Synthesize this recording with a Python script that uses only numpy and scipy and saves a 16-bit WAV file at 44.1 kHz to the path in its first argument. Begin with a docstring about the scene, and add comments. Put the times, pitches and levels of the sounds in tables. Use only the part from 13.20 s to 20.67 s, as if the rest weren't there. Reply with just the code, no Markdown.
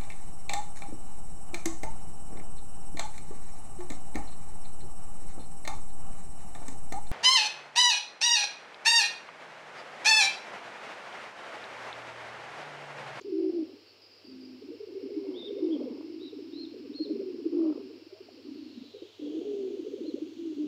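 """Two pigeons court close to a phone, cooing phrase after phrase.
Each coo is a gliding, almost pure tone that breaks into short throbs; two unsteady tones in the
swollen crop make a rough gurgle, and shaped noise adds a rasp.
A small bird further off chirps with arched tones and twitters in runs of falling pips.
Behind them lie a soft hiss made of coloured noise, a faint passing whine and a mains hum."""
import sys
import numpy as np
from scipy import signal
from scipy.io import wavfile
from scipy.ndimage import uniform_filter1d

SR = 44100
rng = np.random.default_rng(int(sys.argv[2]) if len(sys.argv) > 2 else 0)


def digitize_waveform(pressure):
    """Quantize a signal to 16-bit integers and store it at the path in sys.argv[1].

    Rows of a 2-D input are taken as channels; values are limited to [-1, 1].
    """
    field = np.atleast_2d(pressure).T
    bounded = np.clip(field, -1, 1)
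    quanta = np.round(bounded * 32767).astype(np.int16)
    wavfile.write(sys.argv[1], SR, quanta)


N = 329427
TIME = np.arange(N) / SR


def undb(db):
    """Turn decibels into a gain."""
    return 10 ** (np.asarray(db) / 20)


def unit(x):
    """Scale a signal to an rms (average strength) of 1."""
    return x / np.sqrt(np.mean(x ** 2))


def band(x, low_hz, high_hz, order=3):
    """Keep the pitches between two edges; filtering forwards and backwards avoids any delay."""
    sos = signal.butter(order, [low_hz, high_hz], "band", fs=SR, output="sos")
    return signal.sosfiltfilt(sos, x, padtype=None)


def waver(rate_hz):
    """Random wavering around a rate, with a spread of 1."""
    return unit(band(rng.standard_normal(N), rate_hz / 2, rate_hz * np.sqrt(2), order=1))


def swell(t, length):
    """Smooth bump around t = 0, above half height for the given length."""
    return np.cos(np.pi / 2 * np.clip(t / length, -1, 1)) ** 2


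def cycles(hz):
    """Phase of an oscillator that follows a changing pitch."""
    return 2 * np.pi * np.cumsum(hz) / SR


def note(start, length, fade_s):
    """Samples that a note covers, seconds since its start (held at both ends) and its fade in and out."""
    part = slice(max(int((start - fade_s) * SR), 0), int((start + length + fade_s) * SR))
    t = TIME[part] - start
    held = np.clip(t, 0, length)
    return part, held, swell(t - held, fade_s)


def add_burst(out, peak_s, gain, hz, length, phase, glide_hz_per_s, skew=.15):
    """Add a short gliding tone that rises faster than it fades; hz is its pitch at the peak."""
    part = slice(max(int((peak_s - length) * SR), 0), int((peak_s + 2 * length) * SR))
    t = TIME[part] - peak_s
    shape = swell(t, length * (1 + skew * np.sign(t)))
    out[part] += gain * shape * np.cos(phase + 2 * np.pi * (hz + glide_hz_per_s * t / 2) * t)


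def room(x, t60, wet_db):
    """Direct sound plus a dense noisy tail from the walls, which falls by 60 dB in t60 seconds."""
    t = TIME[:SR // 2]
    tail = rng.standard_normal(len(t)) * undb(-60 * t / t60)
    tail = tail * (1 - swell(t, 0.0014))  # the echoes set in just after the direct sound
    return x + undb(wet_db) * signal.fftconvolve(x, tail / np.linalg.norm(tail))[:N]


def background(turn_s=5.66, half_turn_s=0.59, sweep_db=7, sweep_width_hz=520, from_hz=4600, to_hz=3200,
               patchy=1.6, hiss_db=-59, whine_db=-72, hum_hz=100.9, hum_db=-69):
    """Noise coloured pitch by pitch, with a patchy bright band that slides down; a whine and a mains hum."""
    # Colour of the soft hiss. Each row: pitch in Hz, relative strength in dB.
    hiss_colour = [(30, -21), (80, -9), (160, -7.5), (400, 10), (750, -1.5), (1850, -6.7), (2750, 1.5),
                   (3600, -6), (4400, 1.5), (5300, 2.5), (6200, -19), (7100, -17), (9000, -28),
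                   (15000, -23.5)]
    # How that colour has shifted once it has turned. Each row: pitch in Hz, change in dB.
    hiss_change = [(2600, -1), (3400, 7.5), (4400, -1.5), (5250, -9.5), (6300, 13), (7400, 4.5),
                   (10500, 0.5)]

    # split the noise into cells of pitch and time
    hz, s, cells = signal.stft(rng.standard_normal(N), SR, nperseg=2048)

    def curve(rows):
        """Join the rows by straight lines over the logarithm of pitch."""
        rows = np.array(rows)
        return np.interp(np.log(hz + 1), np.log(rows[:, 0]), rows[:, 1])[:, None]

    turn = np.clip(.5 + (s - turn_s) / (2 * half_turn_s), 0, 1)
    centre_hz = from_hz + (to_hz - from_hz) * turn
    slide = np.exp(-((hz[:, None] - centre_hz) / sweep_width_hz) ** 2)
    patches = uniform_filter1d(rng.standard_normal(cells.shape), size=8, axis=0)
    slide = slide + patchy * slide * patches
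    # the bright band comes and goes around 5.75 s
    db = curve(hiss_colour) + curve(hiss_change) * turn + sweep_db * slide * swell(s - 5.75, 0.89)
    hiss = unit(signal.istft(cells * undb(db), SR)[1][:N]) * undb(hiss_db)

    whine = undb(whine_db) * swell(TIME - 2.25, 1.3) * unit(band(rng.standard_normal(N), 2080, 2280))
    hum = undb(hum_db) * (1 + .27 * waver(18)) * np.sin(2 * np.pi * hum_hz * TIME)
    return hiss + whine + hum


def rolling(attack_s=.012, release_s=.035):
    """Air pressure (as a gain), crop resonance and pitch scatter; the strongest roll sets all three."""
    # Rough rolls of the voices. Each row: start in seconds, length in seconds, crop resonance in Hz,
    # starting level in dB, level change in dB, pitch scatter as a share of the pitch.
    rolls = [(.02, .54, 335, -44, -5, .15), (1.05, .33, 305, -54, 0.5, 0.19),
             (1.415, 0.028, 328, -48.5, 6, 0.17), (1.494, 0.062, 350, -38, -8.5, 0.18),
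             (1.678, 0.14, 385, -44, -1, .16), (1.833, 0.092, 368, -36, -4, 0.2),
             (2.0, 0.31, 330, -45.5, 0.5, 0.23), (2.3, 0.22, 360, -39, -0.5, 0.16),
             (2.56, .185, 335, -36, -1, .27), (2.787, 0.29, 325, -40, -1.5, 0.083),
             (3.126, 0.18, 323, -39.5, -5, 0.11), (3.336, 0.14, 306, -39, -2.5, 0.092),
             (3.5, 0.22, 324, -44, 0.5, 0.19), (3.79, .22, 333, -47, 11, .27),
             (4.03, 0.46, 345, -41.5, 3, 0.15), (4.552, 0.23, 335, -39, -10, .19),
             (5.02, 0.18, 326, -59, 8.5, 0.18), (5.248, 0.43, 289, -46, -5, .16),
             (5.747, 0.038, 446, -40.5, -11, 0.094), (5.83, 0.035, 406, -41, -11.5, 0.11),
             (5.995, .22, 365, -44, 8, 0.19), (6.24, .24, 331, -44.5, -0.5, 0.23),
             (6.508, .28, 355, -41, 0, .19), (6.812, 0.038, 363, -34.5, -2, 0.21),
             (6.892, 0.098, 355, -45, 3.5, 0.24), (7.04, 0.15, 313, -39.5, -11.5, 0.097),
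             (7.172, .3, 306, -45.5, 5.5, 0.095)]
    pressure, crop_hz, scatter = np.zeros(N), np.full(N, float(rolls[0][2])), np.zeros(N)
    for start, length, hz, db, change_db, spread in rolls:
        t = TIME - start
        attack = swell(np.minimum(t, 0), attack_s)
        level = undb(db + change_db * np.clip(t / length, 0, 1))
        # after its length a roll falls by a factor e in every release time
        gain = attack * level * np.exp(-np.maximum(t - length, 0) / release_s)
        leads = gain > pressure
        pressure[leads], crop_hz[leads], scatter[leads] = gain[leads], hz, spread
    return pressure, crop_hz, scatter


def gurgle(wander_hz=17, wander=.75, jitter=.05, jitter_hz=110, trade_db=5.5, low_hz=212, high_hz=540,
           overtone_db=-28, beat_hz=52, beat_depth=.28):
    """The two sides of the syrinx sing unsteady strands around the crop resonance, trading the lead."""
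    pressure, crop_hz, scatter = rolling()
    strands = 0
    for side in (-1, 1):  # one strand tends below the resonance, the other above
        offset = scatter * (.8 * side + wander * waver(wander_hz))
        hz = crop_hz * np.exp(offset + jitter * waver(jitter_hz))
        strands = strands + undb(trade_db * waver(wander_hz)) * np.sin(cycles(hz))
    strands = band(strands, low_hz, high_hz)
    # even out the strength, so that air pressure sets the loudness
    voice = strands / np.sqrt(uniform_filter1d(strands ** 2, size=SR // 35) + 1e-9)
    # lopsided swings add weak overtones
    voice = voice + undb(overtone_db) * band(voice ** 2, 630, 640, order=2)
    # the throat chops the sound into uneven beats
    beat_phase = cycles(beat_hz * np.exp(.35 * waver(wander_hz)))
    beats = unit(1 + beat_depth * np.sin(beat_phase))
    return voice * beats * pressure


def rasps(grain_hz=45, grain_db=3, throat_hz=570, throat_db=6.5):
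    """Grainy noise over the hardest pressed coos, strongest at the throat resonance."""
    # Rasps. Each row: middle in seconds, length at half height in seconds,
    # level in dB before the grain, upper edge in Hz.
    rasp_rows = [(0.333, 0.3, -58.5, 850), (2.136, 0.24, -60, 1150), (2.624, 0.39, -58.5, 1180),
                 (4.47, 0.23, -55, 1340), (6.305, 0.39, -57.5, 820)]
    out = 0
    for middle, length, db, edge_hz in rasp_rows:
        noise = band(rng.standard_normal(N), 360, edge_hz, order=4)
        noise = noise + undb(throat_db) * signal.lfilter(*signal.iirpeak(throat_hz, 5, SR), noise)
        out = out + undb(db) * swell(TIME - middle, length) * unit(noise)
    return out * undb(grain_db * waver(grain_hz))


def coos(flutter_hz=52, octave_db=-3, low_hz=555, high_hz=655, undertone_ratio=.68,
         slide_power=1.663, peak_share=.35, ends_db=-2, fade_s=.026):
    """The syrinx sings a sliding, fluttering tone; a narrow resonance near 600 Hz lets out the octave of strong
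    tones."""
    # Sung notes, and at 4.434 s the ringing octave of the strong note just before.
    # Each row: start in seconds, length in seconds, first pitch in Hz, last pitch in Hz,
    # peak level in dB before the flutter, flutter from 0 to 1, undertone share from 0 to 1.
    coo_tones = [(0.071, 0.026, 412.5, 374, -34.5, 0.36, 0.13), (.338, .09, 350.4, 302, -26.5, 0.3, 0),
                 (1.087, 0.3, 260.6, 254.6, -44.5, 0.3, 0), (1.88, .335, 414, 343, -36.5, 0.03, 0.13),
                 (2.272, 0.17, 408, 383, -35, 0.14, 0.23), (2.503, 0.061, 324.5, 283, -25, 0.25, 0),
                 (3.869, .32, 411.7, 335, -36.5, 0, 0.23), (4.38, .136, 332, 300, -23, 0.23, 0),
                 (4.434, 0.082, 592, 614, -45.5, 0.2, 0), (4.915, 0.078, 607, 656, -56.5, .54, 0.8),
                 (6.033, .18, 292, 336.4, -33, 0.26, 0.04), (6.265, .215, 416, 372, -30.5, 0.23, 0.22),
                 (7.2, 0.17, 337.4, 286.5, -34, 0.16, 0), (7.398, 0.079, 304, 290, -28, .02, 0)]
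    tone, octave = np.zeros(N), np.zeros(N)
    wobble = .009 * waver(25)
    flutter = np.sin(cycles(flutter_hz * (1 + 0.29 * waver(19.5))))
    stray = cycles(14 * waver(22.58))  # makes the undertone unsteady
    for start, length, first_hz, last_hz, db, depth, under in coo_tones:
        part, t, fade = note(start, length, fade_s)
        gone = t / length
        # the pitch holds at first and slides late
        hz = first_hz + (last_hz - first_hz) * gone ** slide_power
        phase = cycles(hz * (1 + wobble[part]))
        # loudest at a share of the length, weaker at both ends
        slack = np.interp(gone, [0, peak_share, 1], [1, 0, 1]) ** 2
        gain = undb(db + ends_db * slack) * fade * (1 + depth * flutter[part])
        undertone = under * np.sin(undertone_ratio * phase + stray[part])
        tone[part] += gain * (np.sin(phase) + undertone)
        octave[part] += gain ** 2 * np.sin(2 * phase)  # grows faster than the tone itself
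    return tone + undb(octave_db) * band(octave, low_hz, high_hz, order=1)


def throbs(glide_hz_per_s=-300):
    """The tone chokes and restarts in opposite phase, so a run of throbs splits its line in two."""
    # Throbs of the throat. Each row: first peak in seconds, peak level in dB, pitch in Hz, length at
    # half height in seconds; for a run also number of throbs, spacing in seconds.
    throb_rows = [(.128, -23.5, 353, .014, 4, .0135), (.19, -23, 350, .014, 2, .0165),
                  (.229, -23, 347.5, .015, 5, .017), (1.61, -34.5, 425, .016, 2, .027),
                  (1.766, -30.5, 393, .023), (1.979, -25, 311, .023), (2.093, -29.5, 299, .021),
                  (2.431, -21.5, 337, .016, 3, .0197), (2.592, -29, 320, .011, 2, .023),
                  (3.439, -29.5, 309, .011), (3.709, -35, 296, .018, 2, .048),
                  (3.814, -23.5, 310, .022, 2, .1), (4.265, -21, 328, .018),
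                  (4.333, -22.5, 320, .014, 3, .0205), (4.823, -41, 325, .01, 2, .048),
                  (4.932, -38, 385, .012, 2, .078), (5.09, -45, 660, .006),
                  (5.289, -37, 296, .013, 6, .0349), (5.58, -35.5, 254, .011, 2, .042),
                  (5.75, -41, 465, .01), (5.825, -33.5, 375, .007), (6.507, -31, 378, .011, 5, .0165),
                  (6.594, -29, 350, .014), (6.668, -30, 420, .01, 2, .073),
                  (6.888, -27, 316, .015, 2, .137), (6.945, -23.5, 335, .0077)]
    out = np.zeros(N)
    for start, db, hz, length, *run in throb_rows:
        count, spacing = run or (1, 0)
        for k in range(round(count)):
            after = k * spacing + .001 * rng.standard_normal()  # slightly uneven timing
            phase = np.pi * k + 2 * np.pi * hz * after
            add_burst(out, start + after, undb(db), hz, length, phase, glide_hz_per_s)
    return out


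def small_bird(drop_share=1.0, sag_s=.0333, fall_s=.026, swell_db=5, ends_db=-11,
               pip_s=.016, pip_spacing_s=.022, pip_glide_hz_per_s=-22000, pip_detune=.01):
    """Slightly buzzy chirps that scoop up, may sag and drop back, and quick runs of falling pips."""
    # Chirps. Each row: start in seconds, length in seconds, rise time in seconds, top pitch in Hz,
    # level in dB before the swell and buzz, scoop as a share of the pitch,
    # mid-note sag as a share of the pitch, roughness from 0 to 1.
    chirps = [(2.141, .148, .055, 3715, -46, .17, .042, .7), (2.507, .05, .024, 3355, -49.5, .09, 0, 1),
              (2.998, .1, .042, 3920, -50.5, .1, 0, .9), (3.325, .13, .095, 4230, -46.5, .15, .006, .75),
              (3.737, .123, .027, 4314, -45, .17, .026, .27), (5.534, .24, .18, 4100, -64.5, .21, 0, 1),
              (6.835, .08, .052, 4210, -54.5, .12, 0, .2)]
    # Thin twitters. 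Each row: first pip's peak in seconds, number of pips, pitch in Hz,
    # typical peak level in dB before the buzz.
    twitters = [(.667, 3, 4600, -56), (.822, 3, 4910, -56), (.915, 4, 4880, -56), (1.052, 4, 4770, -55),
                (1.212, 3, 4840, -57), (6.08, 10, 3280, -65)]
    out = np.zeros(N)
    wobble = .026 * waver(170)
    buzz = undb(2.5 * waver(90))
    for start, length, rise_s, top_hz, db, scoop, sag, rough in chirps:
        part, t, fade = note(start, length, fade_s=0.005)
        rise = np.maximum(1 - t / rise_s, 0) ** 2
        drop = np.maximum(1 - (length - t) / fall_s, 0) ** 2
        below = rise + drop_share * drop  # how far the pitch is from its top
        middle = swell(t - (rise_s + length - fall_s) / 2, sag_s)
        phase = cycles(top_hz * (1 - scoop * below - sag * middle) * (1 + rough * wobble[part]))
        # a chirp grows louder as it goes, and is weaker off its top pitch
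        gain = undb(db + ends_db * below + swell_db * (t / length - .5))
        out[part] += gain * fade * np.sin(phase)
    for start, count, hz, db in twitters:
        for k in range(round(count)):
            size_db, detune = rng.standard_normal(2)
            pip_hz = hz * (1 + pip_detune * detune)
            add_burst(out, start + k * pip_spacing_s, undb(db + size_db), pip_hz, pip_s, 0,
                      pip_glide_hz_per_s)
    return out * buzz


def walls(x, ring_hz=3520, ring_db=-3):
    """The small bird's room echoes most strongly in one narrow band."""
    ring = signal.lfilter(*signal.iirpeak(ring_hz, 8, SR), x)
    ring_echo = room(ring, t60=0.8, wet_db=-4) - ring
    return room(x, t60=0.5, wet_db=-8.5) + undb(ring_db) * ring_echo


def scene():
    """Near pigeons with nothing below about 180 Hz, almost dry; a more distant small bird; the background."""
    no_bass = signal.butter(4, 183, "high", fs=SR, output="sos")
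    voices = signal.sosfiltfilt(no_bass, coos() + throbs() + gurgle() + rasps())
    pigeons = room(voices, t60=.35, wet_db=-15)
    return (pigeons + walls(small_bird()) + background())[None]


def record(dry, threshold_db=-52, duck_db=-6, average_s=0.1, top_hz=15500):
    """The phone's noise suppressor turns the bass down whenever the scene is quiet; the top is cut."""
    bass = signal.sosfiltfilt(signal.butter(4, 190, fs=SR, output="sos"), dry, padtype=None)
    power = uniform_filter1d(dry ** 2, size=int(average_s * SR))
    quiet = 1 / (1 + (power / undb(threshold_db) ** 2) ** 2)  # near 1 when quiet, near 0 when loud
    out = dry + bass * (undb(duck_db * quiet) - 1)
    return signal.sosfilt(signal.ellip(8, .2, 70, top_hz, fs=SR, output="sos"), out)


dry = scene()
out = record(dry)
digitize_waveform(out)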